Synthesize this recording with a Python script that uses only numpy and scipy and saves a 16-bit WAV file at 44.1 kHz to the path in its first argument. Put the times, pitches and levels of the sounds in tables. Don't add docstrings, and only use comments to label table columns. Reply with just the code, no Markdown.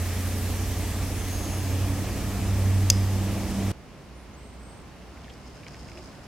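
import sys
import numpy as np
from scipy import signal
from scipy.io import wavfile
from scipy.ndimage import uniform_filter1d

SR = 44100
rng = np.random.default_rng(int(sys.argv[2]) if len(sys.argv) > 2 else 0)


def decibels_to_gain(level_db):
    exponent = np.asarray(level_db, float) / 20
    return 10 ** exponent


def to_wav(s):
    ch = np.atleast_2d(s).T
    pcm = np.round(np.clip(ch, -1, 1) * 32767)
    wavfile.write(sys.argv[1], SR, pcm.astype(np.int16))


N = 276491
CUT_S = 3.7185


def clock():
    return np.arange(N) / SR


def hump(at_s, width_s):
    return np.exp(-((clock() - at_s) / width_s) ** 2)


def spell(start_s, length_s, edge_s):
    inside_s = np.minimum(clock() - start_s, start_s + length_s - clock())
    return np.clip(inside_s / edge_s, 0, 1)


def evened(x):
    return x / np.sqrt(np.mean(x ** 2) + 1e-20)


def read(points, hz):
    f, value = np.transpose(points)
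    return np.interp(np.log(hz + 1), np.log(f + 1), value)


def columns(rows):
    s, *values = np.transpose(rows)
    return [np.interp(clock(), s, v) for v in values]


def add(mix, start_s, sound):
    part = mix[round(start_s * SR):][:len(sound)]
    part += sound[:len(part)]


def tone(hz, width_hz, clean=.5):
    r = np.exp(-np.pi * width_hz / SR)
    noise = rng.standard_normal(len(hz)) + 1j * rng.standard_normal(len(hz))
    blur = signal.lfilter([(1 - r) ** 2], [1, -2 * r, r * r], noise)
    blur /= np.sqrt(np.mean(abs(blur) ** 2))
    clean = np.clip(clean, 0, 1)
    turn = np.exp(2j * np.pi * (np.cumsum(hz) / SR + rng.random()))
    return np.sqrt(2) * ((clean + np.sqrt(1 - clean ** 2) * blur) * turn).real


def hiss(shape, same, lean, lead, patchy_db, flicker_db, size=1024):
    frames, hz = N * 4 // size + 5, np.fft.rfftfreq(size, 1 / SR)
    a, b, c, d, patches = rng.standard_normal((frames, len(hz), 5)).T
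    patches = uniform_filter1d(patches, size=size // 80, axis=0)
    patches = evened(uniform_filter1d(patches, size=14000 // size, axis=1))
    flicker = evened(uniform_filter1d(rng.standard_normal(frames), size=5000 // size))
    alike = np.clip(read(same, hz), -1, 1)[:, None]
    left = a + 1j * b
    shared = alike * left * np.exp(-1j * read(lead, hz))[:, None]
    right = shared + np.sqrt(1 - alike ** 2) * (c + 1j * d)
    level_db = read(shape, hz)[:, None] + patchy_db * patches + flicker_db * flicker
    z = np.array([left, right]) * decibels_to_gain(level_db)
    z *= decibels_to_gain(np.multiply.outer([.5, -.5], read(lean, hz)))[..., None]
    return signal.istft(z, nperseg=size, noverlap=size * 3 // 4)[1][:, :N]


def banded(x, lo_hz, hi_hz):
    band_pass = signal.butter(4, [lo_hz, hi_hz], "band", fs=SR, output="sos")
    return x / signal.sosfilt(band_pass, x.mean(0)).std()


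def whistle(note, width_hz, clean, top=0.45, in_db=-8, out_db=-8):
    start_s, length_s, db, first_hz, last_hz = note
    u = np.arange(0, length_s, 1 / SR) / length_s
    swell_db = np.interp(u, [0, np.clip(top, .01, .99), 1], [in_db, 0, out_db])
    line = tone(first_hz + (last_hz - first_hz) * u, width_hz, clean)
    return start_s, decibels_to_gain(db + swell_db) * line * signal.windows.tukey(len(u), .15)


def ring(hz, db, t60, rise=.0001):
    t = np.arange(int(.03 * SR)) / SR
    return decibels_to_gain(db - 60 * t / t60) * (1 - np.exp(-t / rise)) * np.sin(2 * np.pi * hz * t)


def engine():
    # time_s, firing_rate_hz
    speed = [(0, 89.7), (.4, 90.7), (1.0, 92.0), (1.7, 92.6), (2.3, 96.5), (2.85, 96.1), (3.71, 97.5)]
    # time_s, level_db
    boom = [(0.0, -27.5), (0.04, -29), (1.47, -33.5), (1.86, -25.5), (1.95, -31.5), (2.33, -35.5),
            (2.51, -24.5), (2.7, -22.5), (3.12, -24), (3.43, -34.5), (3.49, -47), (3.65, -27),
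            (3.71, -27.5)]
    eighths = [3, 4, 5, 6, 7, 9, 10, 11, 13, 17, 19, 21, 26]
    eighths_db = [-56, -56, -42, -47, -55.5, -46, -57, -44.5, -56.5, -51, -50.5, -63, -54.5]
    fan_hz = [40, 62.5, 80, 213.5, 427, 854]
    fan_db = [-42, -44, -51, -48, -52, -68]

    (hz,), (boom_db,) = columns(speed), columns(boom)
    far_db, near_db, abreast_s, turn_s = -53.5, -33, 1.84, 1.1
    pipe_db = far_db + (near_db - far_db) * (1 + np.tanh((clock() - abreast_s) / turn_s)) / 2
    panel_db = -51 + 8.5 * hump(1.85, .6)
    out = np.zeros(N)
    for k, db in enumerate((boom_db, pipe_db, panel_db), 1):
        out += decibels_to_gain(db + .6) * tone(k * hz, 5. * k, clean=1 - .002 * k ** 4)

    surge_period_s, surge_top_s = 1.6, 2.35
    below_db = 1.5 + 3 * np.cos(2 * np.pi * (clock() - surge_top_s) / surge_period_s)
    above_db = -6 + 9.5 * hump(1.55, 0.96)
    for k, db in zip(eighths, eighths_db):
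        order_db = db + below_db * (k < 8) + above_db * (9 < k < 14)
        out += decibels_to_gain(order_db) * tone(k / 8 * hz, 1.5, clean=.9)

    blade_db = 5 * hump(.75, .5) - 1.5
    for f, db in zip(fan_hz, fan_db):
        out += decibels_to_gain(db + (f > 400) * blade_db) * tone(np.full(N, f), 1.5, clean=.85)
    return np.array([out * decibels_to_gain(-.8), np.roll(out, -3) * decibels_to_gain(.75)])


def sweeping():
    # pitch_hz, density_db (dB per Hz)
    roar_shape = [(15, -29), (28, -13), (40, 3.5), (100, 4), (155, -5), (220, 0), (290, 1), (400, -7.5),
                  (690, -8), (1000, -14), (1490, -24), (2500, -21), (3300, -29), (5500, -100)]
    # pitch_hz, density_db (dB per Hz)
    brush_shape = [(710, -22), (1200, -1.5), (1510, -7), (1650, -2.5), (2180, -4.5), (4360, -7.5),
                   (5470, -5.5), (9000, -9), (11700, -20.5), (19800, -120)]
    # pitch_hz, density_db (dB per Hz)
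    tips_shape = [(4710, -26), (8000, -7.5), (13000, -2.5), (15100, -9), (15800, -6)]
    # pitch_hz, likeness (0 to 1)
    same = [(60, 0.81), (150, 0.96), (380, 0.96), (950, 0.92), (2380, 0.92), (5980, 0.24), (15000, 0.71)]
    # pitch_hz, left_over_right_db
    lean = [(60, -6), (180, -0.4), (550, -0.5), (1650, -0.5), (4970, 0.0), (15000, -0.5)]
    # pitch_hz, left_lead_rad
    lead = [(0, 0.27), (5000, -0.35), (6550, -0.088), (8440, -1.28), (11500, -1.1), (15500, -1.7)]

    roar = banded(hiss(roar_shape, same, lean, lead, patchy_db=0.56, flicker_db=-0.53, size=4096), 288, 1500)
    brush = banded(hiss(brush_shape, same, lean, lead, patchy_db=1.06, flicker_db=-0.26), 1900, 6880)
    tips = banded(hiss(tips_shape, same, lean, lead, patchy_db=1.2, flicker_db=0.9), 9100, 14000)
    out = decibels_to_gain(-41 + 0.72 * clock()) * roar
    out += decibels_to_gain(-43.5 - .5 * clock()) * brush
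    out += decibels_to_gain(-47.5 - 1.57 * clock()) * tips
    return out


def brakes():
    # start_s, length_s, level_db, first_hz, last_hz
    squeals = [
        (1.18, .12, -50, 6310, 6295),
        (1.27, .49, -48, 6505, 6470),
        (1.03, .61, -50, 10250, 10130),
    ]
    out = np.zeros(N)
    for note in squeals[:2]:
        add(out, *whistle(note, 30, .96, top=.16, in_db=-2.5, out_db=-5.5))
    add(out, *whistle(squeals[2], 30, .96, top=.72, in_db=-11, out_db=-7))
    return out * decibels_to_gain([[.3], [-.3]])


def buckle():
    # time_s, peak_db, pitch_hz, contact_ms, tick_db
    snaps = [
        (2.90095, 2.5, 6300, .52, -18),
        (2.90157, -4, 5700, .62, -15),
        (2.90208, -16, 8300, .3, -5),
        (2.9027, -5, 6400, .36, -13),
        (2.90314, -2, 5950, .72, -20),
    ]
    out, tail = np.zeros(N), np.zeros((2, N))
    for s, db, hz, contact_ms, tick_db in snaps:
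        t = np.arange(int(contact_ms * SR / 1000)) / SR
        add(out, s, decibels_to_gain(db) * np.sin(2 * np.pi * hz * t) * signal.windows.tukey(len(t), .6))
        knock = ring(2660, db - 9, .005, rise=.0003) + ring(3250, db - 14, .005, rise=.0003)
        knock += ring(8250, db - 19, .007) + ring(5050, db - 15.5, .014, rise=.0004)
        tick = ring(12000, tick_db, .0017, rise=.00002)
        add(out, s, knock + tick)

    echo_s, echo_db = .0044, -13
    out += decibels_to_gain(echo_db) * np.roll(uniform_filter1d(out, size=3), round(echo_s * SR))
    too_small_for_bass = signal.butter(3, 2300, "high", fs=SR, output="sos")
    out = signal.sosfilt(too_small_for_bass, out)

    t = np.arange(int(.25 * SR)) / SR
    for side in tail:
        ringing = tone(np.full(len(t), 5080), 380, clean=.2)
        ringing += decibels_to_gain(-2) * tone(np.full(len(t), 6000), 1500, clean=.1)
        add(side, 2.909, decibels_to_gain(-38.5 - 60 * t / .45) * ringing)
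    early = .9 * out + .25 * np.gradient(out)
    return np.array([out, early]) + 0.57 * tail + .5 * tail[::-1]


def street():
    # pitch_hz, density_db (dB per Hz)
    air_shape = [(13, -36), (22, -16), (70, -2.5), (210, -5), (466, -12.5), (535, -12.5), (597, -13),
                 (1060, -17), (1950, -22.5), (2860, -24), (3380, -28), (5390, -29), (9340, -38),
                 (10700, -40.5), (15800, -48)]
    # pitch_hz, likeness (0 to 1)
    same = [(60, 0.81), (150, 0.9), (380, 0.81), (950, 0.76), (2380, 0.59), (5980, 0.15), (15000, 0.47)]
    # pitch_hz, left_over_right_db
    lean = [(60, -3.5), (180, -0.3), (550, -1.0), (1650, -1.0), (4970, -0.65), (15000, -1)]
    # pitch_hz, left_lead_rad
    lead = [(0, 0), (2840, 0.1), (8270, 0.6), (10900, 0.1), (15500, 0.1)]
    # start_s, length_s, lift_db
    hums = [
        (4.08, 1.51, 7.5),
        (5.74, 0.45, 9.5),
    ]
    # pitch_hz, level_db
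    whines = [(1055, -71), (2116, -74), (10874, -79)]
    # start_s, length_s, level_db, first_hz, last_hz
    bumps = [
        (5.52, .22, -49.5, 142, 140),
        (5.93, .1, -50, 360, 360),
        (5.95, .07, -49, 650, 625),
    ]

    air = banded(hiss(air_shape, same, lean, lead, patchy_db=0.54, flicker_db=0.0, size=2048), 110, 1500)
    hum_db = -57
    for start_s, length_s, lift_db in hums:
        hum_db = hum_db + lift_db * spell(start_s, length_s, edge_s=0.04)
    near = decibels_to_gain(hum_db) * tone(np.full(N, 62.), 14., clean=.8)
    for hz, db in whines:
        near += decibels_to_gain(db) * tone(np.full(N, hz), 3., clean=.99)
    for note in bumps:
        add(near, *whistle(note, note[3] / 6, .5))
    air_db = -48.5 + 0.75 * (clock() - CUT_S)
    return decibels_to_gain(air_db) * air + near * decibels_to_gain([[-.7], [.7]])


def birds():
    # start_s, length_s, level_db, first_hz, last_hz
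    notes = [
        (4.37, .085, -65, 8520, 8380),
        (4.425, .15, -59.5, 8220, 8290),
        (4.585, .11, -59, 8020, 8420),
        (4.645, .19, -58, 8460, 8310),
        (4.36, .08, -66, 7850, 8000),
        (4.66, .12, -67, 8100, 7950),
    ]
    # start_s, length_s, level_db, first_hz, last_hz
    chirp = (4.33, .026, -61, 6340, 6370)
    # start_s, length_s, level_db, first_hz, last_hz
    rustle = (4.14, .13, -65.5, 9350, 9600)
    out = np.zeros((2, N))
    for side in out:
        for note in notes:
            add(side, *whistle(note, 230, .55, top=.3, in_db=-7, out_db=-8))
        add(side, *whistle(chirp, 80, .9, top=.55, in_db=-4, out_db=-4))
        add(side, *whistle(rustle, 1300, .1, top=.25, in_db=-9, out_db=-6))
    return out


def insect():
    start_s, top_s, end_s, edge_s = 5.02, 5.8, 6.06, .07
    sizes = decibels_to_gain(3.2 * np.minimum(rng.exponential(1, N), 4))
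    clicks_per_s = 1800
    clicks = rng.standard_normal((2, N)) * (rng.random(N) < clicks_per_s / SR) * sizes
    drum = ring(5250, 0, .0032, rise=.0003) + ring(6300, -2.5, .0022, rise=.0002)
    drum += ring(7600, -9, .0015, rise=.0001) + ring(2600, -9, .003, rise=.0003)
    level_db = -57 - 15 * np.maximum(top_s - clock(), 0) - 7 * spell(end_s, 9, edge_s)
    throb = evened(uniform_filter1d(rng.standard_normal(N), size=500))
    level = decibels_to_gain(level_db + 2.5 * throb) * spell(start_s, 9, edge_s)
    both_sides = clicks + 0.27 * clicks[::-1]
    return level * evened(signal.oaconvolve(both_sides, drum[None])[:, :N])


def grit():
    # time_s, peak_db, pitch_hz, treble_db
    ticks = [(5.0389, -51, 1690, -60), (5.1726, -46, 2050, -59), (5.2444, -45.5, 3050, -56),
             (5.2814, -44, 1910, -54), (5.2979, -40, 3140, -51), (5.3034, -44, 3150, -59),
             (5.6331, -42, 2510, -54), (5.6404, -47, 1790, -57), (5.6665, -37.5, 2260, -55),
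             (5.6794, -44, 2420, -51), (5.6834, -46, 1910, -37), (5.7443, -39.5, 2360, -39),
             (5.8284, -52, 2140, -53), (5.8865, -39.5, 2180, -50), (5.9179, -45, 2120, -57),
             (5.9743, -40.5, 2477, -45), (5.9894, -47, 2470, -41), (6.0394, -54, 2400, -44),
             (6.1294, -56, 1850, -50), (6.1844, -47, 1540, -57)]
    out, t = np.zeros(N), np.arange(int(.03 * SR)) / SR
    for s, db, hz, treble_db in ticks:
        tick = ring(hz, db + 7.5, .0065, rise=.0003) + ring(5500, treble_db + 5, .0022, rise=.00005)
        scatter = decibels_to_gain(db - 8 - 60 * t / .05) * tone(np.full(len(t), hz), 1800, clean=.1)
        add(out, s, tick + scatter)
    return out


def scene():
    before = np.clip((CUT_S - clock()) / .0005, 0, 1)
    truck = engine() + sweeping() + brakes() + buckle()
    quiet = street() + birds() + insect() + grit()
    return before * truck + (1 - before) * quiet


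def top_cut(x):
    return signal.sosfilt(signal.butter(12, 15900, fs=SR, output="sos"), x)


def record(dry):
    bass_cut = signal.butter(2, 18, "high", fs=SR, output="sos")
    ceiling = np.clip(signal.sosfilt(bass_cut, dry), -1, 1)
    band_limit = signal.firwin(151, 16050, fs=SR)
    return top_cut(signal.oaconvolve(ceiling, band_limit[None], "same"))


dry = scene()
out = record(dry)
to_wav(out)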